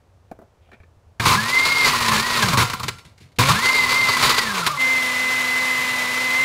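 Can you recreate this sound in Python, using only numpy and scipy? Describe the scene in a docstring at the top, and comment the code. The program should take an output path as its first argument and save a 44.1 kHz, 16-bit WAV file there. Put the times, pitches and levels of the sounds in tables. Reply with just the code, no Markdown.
"""Ice smoothie in a glass blender

Close up in a kitchen: a few handling knocks, the snap of a switch, then two bursts of crushing.
Blades shatter ice against the ringing jar and the base thuds on the counter. The motor's pitch dips
as it crushes and winds down at the end of each burst; the drink slops back between the two. At last
the motor spins freely: a shaft hum, an eight-bladed fan's whine and a rush of air and liquid."""
import sys
import numpy as np
from scipy import signal
from scipy.fft import rfft, irfft, next_fast_len
from scipy.io import wavfile
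from scipy.ndimage import uniform_filter1d

SR = 44100
rng = np.random.default_rng(int(sys.argv[2]) if len(sys.argv) > 2 else 0)


def materialize(psi):
    """Save the field psi as 16-bit PCM at rate SR to the path in sys.argv[1].

    A 1-D psi becomes a single channel; in a 2-D psi each row is a channel.
    """
    bounded = np.clip(np.atleast_2d(psi).T, -1, 1)
    quanta = np.round(bounded * 32767).astype(np.int16)
    wavfile.write(sys.argv[1], SR, quanta)


N = 284356
TIME = np.arange(N) / SR
FFT_SIZE = 2 * next_fast_len(N * 3 // 5)
FREQ = np.maximum(np.arange(FFT_SIZE // 2 + 1) * SR / FFT_SIZE, 1)
FAN_BLADES = 8
THUD_LOAD_DB = 12.5  # the base thuds this much harder at full load

# The two bursts of crushing. Each row: start, run-down start and end in seconds, fade in dB per second.
BURSTS = [(1.197, 2.63, 3.36, 80), (3.386, 4.39, 4.781, 20)]
# Resonances of the filled jar and motor base. 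Each row: frequency in Hz, width in Hz, lift in dB.
JAR_MODES = [(1207, 89, 3), (1560, 52, 4), (2095, 196, 3), (2900, 66, -1.5), (3680, 150, 4), (4053, 183, 5),
             (4397, 67, 5.5), (4760, 73, 5), (5440, 120, 4), (6240, 140, 3), (6850, 180, 3),
             (7180, 120, 4.5), (7720, 170, 1.5), (9550, 110, 4.5)]
# Tone curves. Each row: frequency in Hz, relative level in dB.
CRUNCH_EQ = [(100, -13), (250, -11), (420, 1), (750, -5), (1400, -0.5), (1850, 1), (2300, 3.5), (3200, 0),
             (4500, -1.5), (5600, -5.5), (8000, -9.5), (11000, -12.5), (15500, -24)]  # bright breaking ice
BOOM_EQ = [(400, -21.5), (760, -17), (900, -6), (1030, 3), (1180, -3), (1400, -6.5), (2000, -29)]  # hollow boom of the filled jar
THUD_EQ = [(20, -21), (45, -14), (85, -2), (130, 3), (180, -6.5), (300, -13.5), (700, -41.5), (2000, -72)]  # low thud of the base on the counter
CLACK_EQ = [(300, -9.5), (1100, -5), (1750, 8.5), (2000, 1), (2350, 9.5), (3000, -9.5), (4000, -10.5),
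            (4800, -18.5), (15000, -35.5)]  # hard, dry clack


def crushing(speed, crunch_db, fade_db, load, boom_db=-2.0, thud_db=-17):
    """Blades sweep through clumps of ice: shards crackle, the jar booms, the base thuds."""
    tones, angle = burst_motor(speed, crunch_db, load)
    clumps = drift(30)
    sweep = 1 + 0.24 * np.cos(2 * angle)  # two blade tips pass each rib per turn
    shards = grains(per_s=8000, spread_db=2.5) * sweep * from_db(crunch_db + 2.0 * clumps)
    shoves = grains(per_s=1500, spread_db=2.0) * from_db(crunch_db + boom_db + 1.4 * clumps)
    thuds = grains(per_s=700, spread_db=1.0) * from_db(crunch_db + thud_db + THUD_LOAD_DB * load)
    running = sum(gate(start, end, fade=0.0016) for start, _, end, _ in BURSTS) * from_db(fade_db)
    glass = jar(shards, ring_db=-18.0) + rattle(shards, speed, rattle_db=-12.0)
    return (tones + glass + colour(shoves, BOOM_EQ) + colour(thuds, THUD_EQ)) * running


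def ice_chunks(speed, load, jolt_db=-15.5):
    """Big pieces shatter in a spray of cracks, knock on the jar and jolt the base, harder under load."""
    # Chunks caught by the blades. Each row: start and chewing time in seconds, crack and boom in dB.
    chunks = [(1.254, 0.1, -15.5, -16), (1.652, 0.035, -21, -27), (1.846, 0.056, -18.5, -20.5),
              (2.004, 0.026, -26, -19.5), (2.081, 0.013, -18, -19.5), (2.115, 0.042, -26.5, -20.5),
              (2.176, 0.012, -23, -26), (2.371, 0.0098, -21, -17.5), (2.423, 0.016, -15.5, -19.5),
              (2.484, 0.012, -18.5, -22.5), (2.532, 0.011, -18.5, -14.5), (2.572, 0.06, -16, -15),
              (2.698, 0.01, -24, -27), (2.733, 0.008, -23.5, -19), (2.796, 0.0078, -29.5, -23.5),
              (2.831, 0.014, -25.5, -25.5), (2.881, 0.012, -19, -27), (3.386, 0.03, -15.5, -14),
              (3.485, 0.041, -15.5, -17), (3.655, 0.017, -19.5, -28), (3.892, 0.0098, -20.5, -25),
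              (3.939, 0.016, -22.5, -24), (4.085, 0.014, -20, -16.5), (4.224, 0.06, -16.5, -17.5),
              (4.293, 0.022, -14, -17), (4.381, 0.013, -13, -23), (4.664, 0.014, -13.5, -13.5)]
    times, holds, crack_db, boom_db = np.transpose(chunks)
    cracks = grains(per_s=16000, spread_db=1.5) * blows(times, holds, crack_db, t60=0.03, rise=0.0011)
    knocking = blows(times, holds, boom_db, t60=0.07, rise=0.003)
    jolts = rng.standard_normal(N) * knocking * from_db(jolt_db + THUD_LOAD_DB * load)
    knocks = rng.standard_normal(N) * knocking
    glass = jar(cracks, ring_db=-12.5) + rattle(cracks, speed, rattle_db=-6.5)
    return glass + colour(jolts, THUD_EQ) + colour(knocks, BOOM_EQ)


def jar(cracks, ring_db, t60=0.46):
    """Cracks come straight through the jar wall and leave the glass ringing."""
    # Mode clusters in the glass above the liquid. Each row: frequency in Hz, width in Hz, lift in dB.
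    glass_modes = [(1380, 110, 21), (3000, 220, 14), (4420, 200, 19), (4900, 100, 18), (5380, 170, 21),
                   (6380, 200, 21), (6780, 160, 16), (7280, 220, 20), (7800, 170, 20), (8530, 220, 23),
                   (9370, 300, 20)]
    # Overall tilt of the ring. Each row: frequency in Hz, relative level in dB.
    glass_eq = [(300, -11.5), (1200, 14), (4000, 4.5), (9000, -10.5), (15000, -9)]
    ring = colour(rng.standard_normal(N), glass_eq, glass_modes) * dying(0, t60)
    ring = ring[:SR // 2] / np.linalg.norm(ring)
    return colour(cracks, CRUNCH_EQ, JAR_MODES) + from_db(ring_db) * signal.fftconvolve(cracks, ring)[:N]


def rattle(cracks, speed, rattle_db):
    """Fast blades fling ice at the glass; the rattle stops as they slow down."""
    # The wall's narrow, bright band. Each row: frequency in Hz, relative level in dB.
    rattle_eq = [(2500, -22.5), (3700, -6.5), (4250, -3.5), (4700, 4), (5000, -6), (5500, -14), (8000, -39)]
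    return from_db(rattle_db) * colour(cracks * (1 - slowness(speed)), rattle_eq)


def drive():
    """Shaft speed, crunch level, run-down fade and load (0-1, high when slow in coarse ice)."""
    # One curve per burst. Each row: time in seconds, shaft turns per second, crunch level in dB.
    first_burst = [(1.2, 114, -24.5), (1.295, 122, -25.5), (1.38, 206, -26.5), (1.54, 259, -26),
                   (1.7, 269, -25), (1.84, 263, -23), (1.89, 243, -22.5), (2.04, 236, -23.5),
                   (2.17, 211, -22.5), (2.25, 238, -28), (2.38, 240, -22.5), (2.54, 148, -25.5),
                   (2.63, 122, -25.5), (2.67, 122, -28.5)]
    second_burst = [(3.39, 119, -20), (3.5, 140, -23), (3.565, 205, -26), (3.636, 256, -24.5),
                    (3.76, 263, -24.5), (3.888, 250.5, -22.5), (3.98, 262.5, -24), (4.08, 257, -24.5),
                    (4.27, 241, -22), (4.39, 250, -25.5), (4.646, 158, -24), (4.77, 144, -26.5)]
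    in_second = TIME > BURSTS[0][2]
    speed, crunch_db = np.where(in_second, automation(second_burst), automation(first_burst))
    fades_db = [-rate * np.maximum(TIME - slowing, 0) for _, slowing, _, rate in BURSTS]
    ice_gone_s, thinning_s = 4.45, 0.31
    coarse_ice = np.clip((ice_gone_s - TIME) / thinning_s, 0, 1)
    load = slowness(speed) ** 2 * coarse_ice
    return speed, crunch_db, np.where(in_second, fades_db[1], fades_db[0]), load


def slowness(speed, free_hz=264.5, drop_hz=58.6):
    """Zero at the shaft's free speed, one when it is slower by drop_hz or more."""
    return np.clip((free_hz - speed) / drop_hz, 0, 1)


def burst_motor(speed, crunch_db, load, spin_up_hz_per_s=360, sixth_db=-36.5):
    """At low speed the motor hums more and its whine wavers; the whine runs clean as it speeds up."""
    slow = slowness(speed)
    acceleration = uniform_filter1d(np.gradient(speed) * SR, size=2000)
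    gaining = np.clip(acceleration / spin_up_hz_per_s, 0, 1)
    waver = slow * (1 - gaining)
    jitter, flutter_db = 0.004 + 0.02 * waver, 2 + 2.5 * waver
    hum_db = crunch_db - 19 + 11.5 * slow + 4.5 * load
    whine_db = whine_level(speed) - 6.5 * load * (1 - gaining)
    tones, angle = motor(speed, hum_db, whine_db, jitter, flutter_db, overtone_db=-10.5)
    sixth = from_db(sixth_db) * slow * np.sin(6 * angle)  # sings below the whine at low speed
    return tones + sixth, angle


def free_spin(start_s=4.768, hum_db=-40, rush_db=-26, swell_db_per_s=0.76):
    """From about 4.77 s the motor runs fast and even over a fine rush of air and liquid."""
    # Pitch of the fan. Each row: time in seconds, whine in Hz.
    whine_pitch = [(4.79, 2068), (4.918, 2076), (5.116, 2015), (5.182, 2019), (5.208, 2042), (5.398, 2040),
                   (5.434, 2028), (5.706, 2044), (6.076, 2003), (6.242, 2044), (6.302, 2034), (6.448, 2090)]
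    # Broad wash of air and liquid. Each row: frequency in Hz, relative level in dB.
    rush_eq = [(40, -29), (120, -1.5), (300, -8), (500, -0.5), (780, -1), (1050, 5), (1400, 1.5),
               (2200, 4.5), (2700, 2.5), (4100, -3.5), (5000, -5), (7000, -8.5), (10000, -11), (15500, -18)]
    speed = automation(whine_pitch)[0] / FAN_BLADES
    tones, _ = motor(speed, hum_db, whine_level(speed), jitter=0.00088, flutter_db=1.1, overtone_db=3.0)
    swell_db = swell_db_per_s * (TIME - start_s)
    rush = grains(per_s=22000, spread_db=0.5) * from_db(rush_db + swell_db + drift(60))
    return (tones + colour(rush, rush_eq, JAR_MODES)) * gate(start_s, np.inf, fade=0.035)


def motor(speed, hum_db, whine_db, jitter, flutter_db, overtone_db):
    """Imbalance hums once a turn, the fan whines once a blade; returns the sound and the shaft angle."""
    # Shaft overtones. Each row: multiple of the shaft speed, level in dB from hum_db + overtone_db.
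    orders = [(2, -7), (3, -15), (4, -2), (9, -14), (10, -12), (16, -11)]
    angle = 2 * np.pi * np.cumsum(speed * (1 + jitter * drift(47.6))) / SR
    whine = from_db(whine_db + flutter_db * drift(45)) * np.sin(FAN_BLADES * angle)
    hum = from_db(hum_db) * np.sin(angle)
    overtones = sum(from_db(db + flutter_db * drift(24)) * np.sin(k * angle) for k, db in orders)
    return np.sqrt(2) * (whine + hum + from_db(hum_db + overtone_db) * overtones), angle


def whine_level(speed, floor_db=-37.5):
    """Fan level in dB: it swells where the blade rate meets a resonance of the housing."""
    # Housing resonances. Each row: frequency in Hz, width in Hz, peak level in dB.
    housing_modes = [(1156, 84, -20), (1678, 59, -22), (2095, 81, -17.5)]
    blade_hz = FAN_BLADES * speed
    swell = sum(from_db(db) ** 2 * bell(blade_hz, hz, width) for hz, width, db in housing_modes)
    return 10 * np.log10(from_db(floor_db) ** 2 + swell)


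def starting_growl(mains_hz=50, t60=0.25):
    """Until the shaft is up to speed its torque throbs at twice the mains rate."""
    # Surges of current as the motor starts. Each row: start in seconds, level in dB.
    surges = [(1.203, -26), (3.385, -16.5)]
    return low_pulses(surges, 2 * mains_hz, t60)


def power_switch(start_s=1.198, level_db=-19.5, t60=0.092):
    """The switch snaps over, short and hard, in the motor base."""
    return colour(from_db(level_db) * dying(start_s, t60) * rng.standard_normal(N), CLACK_EQ)


def settling(splash_db=-9.5):
    """As the blades stop, the drink slops back with a thump and a splash, and ice ticks on the glass."""
    # Slops of the drink. Each row: start in seconds, thump level in dB.
    slop_hits = [(2.84, -26.5), (3.045, -42), (3.2, -39)]
    # Last bits of ice tumbling. Each row: start in seconds, tick level in dB.
    tumbles = [(2.983, -37), (3.047, -45), (3.177, -46), (3.317, -57), (3.359, -48)]
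    slops = sum(from_db(db) * dying(s, t60=0.32, rise=0.016) for s, db in slop_hits)
    ticks = sum(from_db(db) * dying(s, t60=0.074, rise=0.0041) for s, db in tumbles)
    patter = grains(per_s=4100, spread_db=2.0) * (from_db(splash_db) * slops + ticks)
    return colour(rng.standard_normal(N) * slops, THUD_EQ) + colour(patter, CRUNCH_EQ, JAR_MODES)


def handling(slide_from_s=0.604, slide_to_s=0.72, slide_db=-69, counter_hz=85):
    """Soft bumps with a brighter clack, a light slide and a few low nudges of a hand on the counter."""
    # Handling knocks. Each row: start in seconds, bump in dB, clack in dB, decay time in seconds.
    hits = [(0.314, -24.5, -48, 0.044), (0.389, -38, -70, 0.069), (0.416, -40.5, -78, 0.1),
            (0.687, -50, -65, 0.066), (0.716, -42.5, -45, 0.072), (0.731, -48.5, -45.5, 0.11),
            (0.801, -57, -54, 0.076), (0.833, -49.5, -52.5, 0.067)]
    # The hand on the counter. 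Each row: start in seconds, level in dB.
    nudges = [(0.803, -37.5), (0.969, -43), (1.068, -42)]
    # A dull bump and a thin scrape. Each row: frequency in Hz, relative level in dB.
    bump_eq = [(60, -7), (180, 0), (350, 0.5), (700, 1.5), (1000, -14.5), (1500, -12), (2500, -36),
               (8000, -40)]
    scrape_eq = [(1200, -20), (2400, 4), (3300, 2), (4200, -11), (7000, -26)]
    bumps = sum(from_db(db) * dying(s, t60) for s, db, _, t60 in hits)
    clacks = sum(from_db(db) * dying(s, t60) for s, _, db, t60 in hits)
    sliding = from_db(slide_db) * gate(slide_from_s, slide_to_s, fade=0.02)
    slide = colour(sliding * grains(per_s=5000, spread_db=4.0), scrape_eq)
    knocks = colour(bumps * rng.standard_normal(N), bump_eq)
    knocks += colour(clacks * rng.standard_normal(N), CLACK_EQ)
    return knocks + slide + low_pulses(nudges, counter_hz, t60=0.29)


def kitchen(x, t60=0.26, wet_db=-17.0):
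    """Walls and cupboards return a short diffuse tail."""
    t = TIME[:SR // 2]
    tail = rng.standard_normal(len(t)) * from_db(-60 * t / t60) * (t > 0.004)
    return x + from_db(wet_db) * signal.fftconvolve(x, tail / np.linalg.norm(tail))[:N]


def room_tone(level_db=-55):
    """A faint, steady bed of low noise."""
    # The quiet kitchen. Each row: frequency in Hz, relative level in dB.
    room_eq = [(25, -18), (55, -8), (90, 3), (150, -13.5), (260, -21), (500, -16.5), (1000, -23),
               (2000, -32.5), (4000, -38), (6000, -39.5), (9000, -44.5), (15000, -52)]
    return from_db(level_db) * colour(rng.standard_normal(N), room_eq)


def from_db(db):
    """Decibels to gain."""
    return 10 ** (np.asarray(db) / 20)


def rms_one(x):
    """Scale to an rms of one."""
    return x / np.sqrt(np.mean(x ** 2) + 1e-20)


def automation(rows):
    """Breakpoints, time first, to one curve per remaining column."""
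    times, *columns = np.transpose(rows)
    return [np.interp(TIME, times, column) for column in columns]


def drift(rate_hz):
    """Smooth random wander, mostly slower than rate_hz; rms 1."""
    return rms_one(irfft(rfft(rng.standard_normal(FFT_SIZE)) / (1 + (FREQ / rate_hz) ** 2))[:N])


def bell(hz, centre, width):
    """A resonance peak: one at the centre, a half at half a width away."""
    return 1 / (1 + (2 * (hz - centre) / width) ** 2)


def colour(x, eq, modes=()):
    """Filter by a tone curve and resonances; white input keeps its power."""
    points_hz, points_db = np.transpose(eq)
    curve_db = np.interp(np.log(FREQ), np.log(points_hz), points_db)
    curve_db += sum(lift * bell(FREQ, hz, width) for hz, width, lift in modes)
    cepstrum = irfft(np.log(rms_one(from_db(curve_db))))
    cepstrum[1:FFT_SIZE // 2] *= 2  # fold to minimum phase: nothing rings ahead of a hit
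    cepstrum[FFT_SIZE // 2 + 1:] = 0
    return irfft(rfft(x, FFT_SIZE) * np.exp(rfft(cepstrum)))[:N]


def grains(per_s, spread_db):
    """Random tiny impacts, many weak and a few strong; rms 1."""
    sizes = from_db(spread_db * np.minimum(rng.exponential(1, N), 4)) * rng.choice([-1, 1], N)
    return rms_one(sizes * (rng.random(N) < per_s / SR))


def dying(start, t60, rise=0.00047):
    """Envelope of a blow that builds quickly and dies away."""
    age = TIME - start
    return np.clip(age / rise, 0, 1) * from_db(-60 * np.clip(age / t60, 0, 2))


def low_pulses(hits, hz, t60):
    """A dying sine for each hit."""
    return sum(from_db(db) * dying(s, t60) * np.sin(2 * np.pi * hz * (TIME - s)) for s, db in hits)


def blows(times, holds, levels_db, t60, rise, sag_db=5.0):
    """Envelope of a series of blows: each builds quickly, sags while it is chewed, then dies away."""
    age, envelope = TIME[:SR // 2], np.zeros(N + SR)
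    for s, hold, db in zip(times, holds, levels_db):
        loss_db = sag_db * np.minimum(age / hold, 1) + 60 * np.maximum(age - hold, 0) / t60
        envelope[round(s * SR):][:len(age)] += np.minimum(age / rise, 1) * from_db(db - loss_db)
    return envelope[:N]


def gate(start, stop, fade):
    """Open from start to stop, with a linear fade at each edge."""
    return np.clip((TIME - start) / fade, 0, 1) * np.clip((stop - TIME) / fade, 0, 1)


def scene():
    """A mono mix on both channels: crushing, settling, handling and switch get the kitchen's tail."""
    speed, crunch_db, fade_db, load = drive()
    ice = crushing(speed, crunch_db, fade_db, load) + ice_chunks(speed, load) + settling()
    bed = room_tone()
    mono = kitchen(ice + handling() + power_switch()) + starting_growl() + free_spin() + bed
    return np.array([mono, mono])


def record(dry, ceiling=0.76, cutoff_hz=15600):
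    """Soft saturation rounds the peaks and a steep low-pass cuts the top."""
    lowpass = signal.ellip(12, 0.1, 80, cutoff_hz, fs=SR, output="sos")
    return signal.sosfilt(lowpass, ceiling * np.tanh(dry / ceiling))


dry = scene()
out = record(dry)
materialize(out)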